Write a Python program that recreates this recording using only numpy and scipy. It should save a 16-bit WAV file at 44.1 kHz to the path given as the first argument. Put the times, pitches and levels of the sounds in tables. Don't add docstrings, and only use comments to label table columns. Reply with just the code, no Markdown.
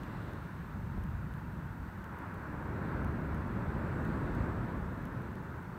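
import sys
import numpy as np
from scipy import signal
from scipy.fft import rfft, irfft, next_fast_len
from scipy.io import wavfile
from scipy.ndimage import uniform_filter1d, map_coordinates

SR = 44100
rng = np.random.default_rng(int(sys.argv[2]) if len(sys.argv) > 2 else 0)


def transcribe(u):
    v = np.clip(np.atleast_2d(u).T, -1, 1)
    q = np.round(v * 32767).astype(np.int16)
    wavfile.write(sys.argv[1], SR, q)


N = 254898


# crest, rise and drain in seconds, then boom, foam and spray in dB.
WAVES = [(0.3, .9, 0.16, -46, -54.5, -66.5), (0.98, 0.35, 0.43, -40, -79, -90),
         (2.28, 0.22, 1, -58, -50, -84), (3.0, 0.37, 1.0, -37.5, -48.5, -72),
         (4.35, 0.57, 0.33, -36.5, -47.5, -68.5)]
# frequency in Hz, relative density in dB.
BOOM_SPECTRUM = [(20, -26), (31, -24), (42, -5), (52, -2.5), (78, -.5), (120, -1), (170, -1.5), (240, -8.5),
                 (330, -24), (500, -44), (1200, -90)]
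ROAR_SPECTRUM = [(90, -28), (190, 1.5), (320, 2.5), (390, -1), (460, -5), (570, -6), (730, -12),
                 (1000, -13), (1600, -32), (4000, -68)]

def breakers():
    *_, boom_db, foam_db, _ = np.transpose(WAVES)
    boom_gain = surf_gain(boom_db, sea_db=-46, lag_s=0.085) * amp(0.51 * wobble(12))
    boom = boom_gain * coloured(rng.standard_normal(N), BOOM_SPECTRUM)
    roar_db = (boom_db + foam_db) / 2 + 0.5
    roar_gain = surf_gain(roar_db, sea_db=-55) * amp(0.67 * wobble(12))
    return boom + roar_gain * churn(ROAR_SPECTRUM, patchy_db=0.07)


def surf_gain(waves_db, sea_db, lag_s=0):
    power = amp(sea_db) ** 2
    for (crest_s, rise_s, drain_s, *_), db in zip(WAVES, waves_db):
        t = np.arange(N) / SR - crest_s - lag_s
        surge = np.exp(-np.where(t < 0, (t / rise_s) ** 2, t / drain_s))
        power += amp(db) ** 2 * surge
    return np.sqrt(power)


# centre in seconds, level in dB, half width in seconds.
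PLUNGES = [(1.004, -36.5, 0.028), (1.152, -38.5, 0.032), (1.823, -37, 0.017), (3.074, -36.5, 0.035),
           (3.345, -38, 0.067), (4.41, -33, 0.022), (4.507, -38, 0.016)]
# frequency in Hz, relative density in dB.
THUD_SPECTRUM = [(20, -30), (45, 0), (70, 1.5), (100, -0.5), (140, -18), (300, -50), (600, -90)]

def plunges():
    gain = sum(amp(db) * swell(centre_s, half_s) for centre_s, db, half_s in PLUNGES)
    return gain * coloured(rng.standard_normal(N), THUD_SPECTRUM)


# frequency in Hz, relative density in dB.
FOAM_SPECTRUM = [(350, -31), (620, -6.5), (780, -5), (910, 1), (1050, 0), (1200, -2), (1460, 0.5),
                 (1750, -5), (2000, -10), (2400, -17.5), (2750, -25), (3200, -35), (6000, -77)]
SPRAY_SPECTRUM = [(1500, -24), (2600, 5), (3150, -1.5), (3550, -0.5), (4400, -4), (5000, -10), (6200, -16),
                  (7000, -17.5), (8000, -14), (9500, -21), (15000, -33)]

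def swash():
    *_, foam_db, spray_db = np.transpose(WAVES)
    unrest = amp(0.24 * wobble(9))
    foam = surf_gain(foam_db, sea_db=-52.5) * churn(FOAM_SPECTRUM, patchy_db=0.76)
    spray = surf_gain(spray_db, sea_db=-71.5) * churn(SPRAY_SPECTRUM, patchy_db=0.9)
    return unrest * (foam + spray)


# frequency in Hz, relative density in dB.
FIZZ_SPECTRUM = [(3000, -20), (6000, -9), (7900, 1), (9500, -11), (15000, -16)]

def crest_fizz():
    return amp(-78.5) * swell(centre_s=4.18, half_s=0.33) * churn(FIZZ_SPECTRUM, patchy_db=3.0)


# frequency in Hz, level in dB, T60 in seconds.
BUMP_MODES = [(220, -37, .04), (405, -36, 0.032), (540, -40, 0.022), (684, -41.5, 0.022)]

def bump(start_s=0.9767, attack_s=0.0008):
    track = np.zeros(N)
    knock = ring(BUMP_MODES, scatter_db=0)
    onset = 1 - np.exp(-np.arange(len(knock)) / SR / attack_s)
    add(track, start_s, knock * onset)
    return track


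# frequency in Hz, relative level in dB, T60 in seconds.
TICK_MODES = [(2970, -1, 0.0036), (6300, -7, .0025), (11200, -6, .0025), (13000, -7, .002),
              (15200, -11, .002)]
# start in seconds, relative level in dB.
STRAY_TICKS = [(2.188, -53), (5.22, -57)]

def camera_ticks(first_s=0.0348, period_s=1.004, gap_s=0.3, tick_db=-51, tock_db=-53):
    track = np.zeros(N)
    pair_starts = np.arange(first_s, N / SR, period_s)
    ticks = [(start_s, tick_db) for start_s in pair_starts]
    tocks = [(start_s + gap_s, tock_db) for start_s in pair_starts]
    for start_s, db in ticks + tocks + STRAY_TICKS:
        ringing = amp(db + 3.5) * ring(TICK_MODES, scatter_db=0.5)
        add(track, start_s, ringing + amp(db - 3) * snap(t60_s=0.004))
    return track


# frequency in Hz, relative density in dB.
HISS_SPECTRUM = [(1000, 1.5), (4000, -4), (6200, 1.5), (7000, -1.5), (8100, 1.5), (9100, -3), (10000, -1),
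                 (10400, -6.5), (10900, -3), (12500, -1.5), (13500, 1.5), (14600, 3), (15200, -1),
                 (15700, -3.5)]
EDGE_SPECTRUM = [(11500, -25), (13200, 0), (14500, 0), (15500, -15)]

def camera_hiss(fade_centre_s=2.2, fade_s=0.3):
    hiss = amp(-72.5) * churn(HISS_SPECTRUM, patchy_db=1.0)
    fade = np.clip((fade_centre_s - np.arange(N) / SR) / fade_s + 0.5, 0, 1)
    return hiss + amp(-82.5) * fade * coloured(rng.standard_normal(N), EDGE_SPECTRUM)


# frequency in Hz, relative density in dB.
PATTER_SPECTRUM = [(9000, -16), (11500, -6.5), (13400, -1), (15500, -10)]

def camera_patter(first_s=0.027, period_s=0.05):
    track = np.zeros(N)
    for start_s in np.arange(first_s, N / SR, period_s):
        add(track, start_s, snap(t60_s=0.0066))
    return amp(-85) * coloured(track, PATTER_SPECTRUM)


def churn(spectrum, patchy_db):
    bins = signal.stft(rng.standard_normal(N), nperseg=1024)[2]
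    patches = uniform_filter1d(rng.standard_normal(bins.shape), size=7, axis=0)
    patches = uniform_filter1d(patches, size=9, axis=1)
    noise = signal.istft(bins * amp(patchy_db * unit(patches)), nperseg=1024)[1][:N]
    return coloured(noise, spectrum)


def ring(modes, scatter_db):
    t = np.arange(SR // 10) / SR
    return sum(amp(db + scatter_db * rng.standard_normal() - 60 * t / t60_s) * np.sin(2 * np.pi * hz * t)
               for hz, db, t60_s in modes)


def snap(t60_s):
    t = np.arange(SR // 10) / SR
    return rng.standard_normal(len(t)) * amp(-60 * t / t60_s)


def swell(centre_s, half_s):
    return np.exp(-0.5 * ((np.arange(N) / SR - centre_s) / half_s) ** 2)


def wobble(rate_hz):
    knots = rng.standard_normal(int(N * rate_hz / SR) + 4)
    return map_coordinates(knots, [np.arange(N) * rate_hz / SR])


def coloured(x, spectrum):
    points_hz, db = np.transpose(spectrum)
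    return unit(filtered(x, lambda hz: amp(np.interp(np.log(hz + 1), np.log(points_hz), db))))


def filtered(x, response):
    size = next_fast_len(N + SR // 2)
    return irfft(rfft(x, size) * response(np.fft.rfftfreq(size, 1 / SR)), size)[:N]


def add(track, start_s, sound):
    part = track[max(round(start_s * SR), 0):][:len(sound)]
    part += sound[:len(part)]


def amp(db):
    return 10 ** (np.asarray(db) / 20)


def unit(x):
    return x / np.sqrt(np.mean(x ** 2) + 1e-20)


def scene():
    surf = breakers() + plunges() + swash() + crest_fizz()
    return (surf + bump() + camera_ticks() + camera_hiss() + camera_patter())[None]


def record(dry):
    limit_hz = 15830
    return filtered(dry[0], lambda hz: hz < limit_hz)[None]


dry = scene()
out = record(dry)
transcribe(out)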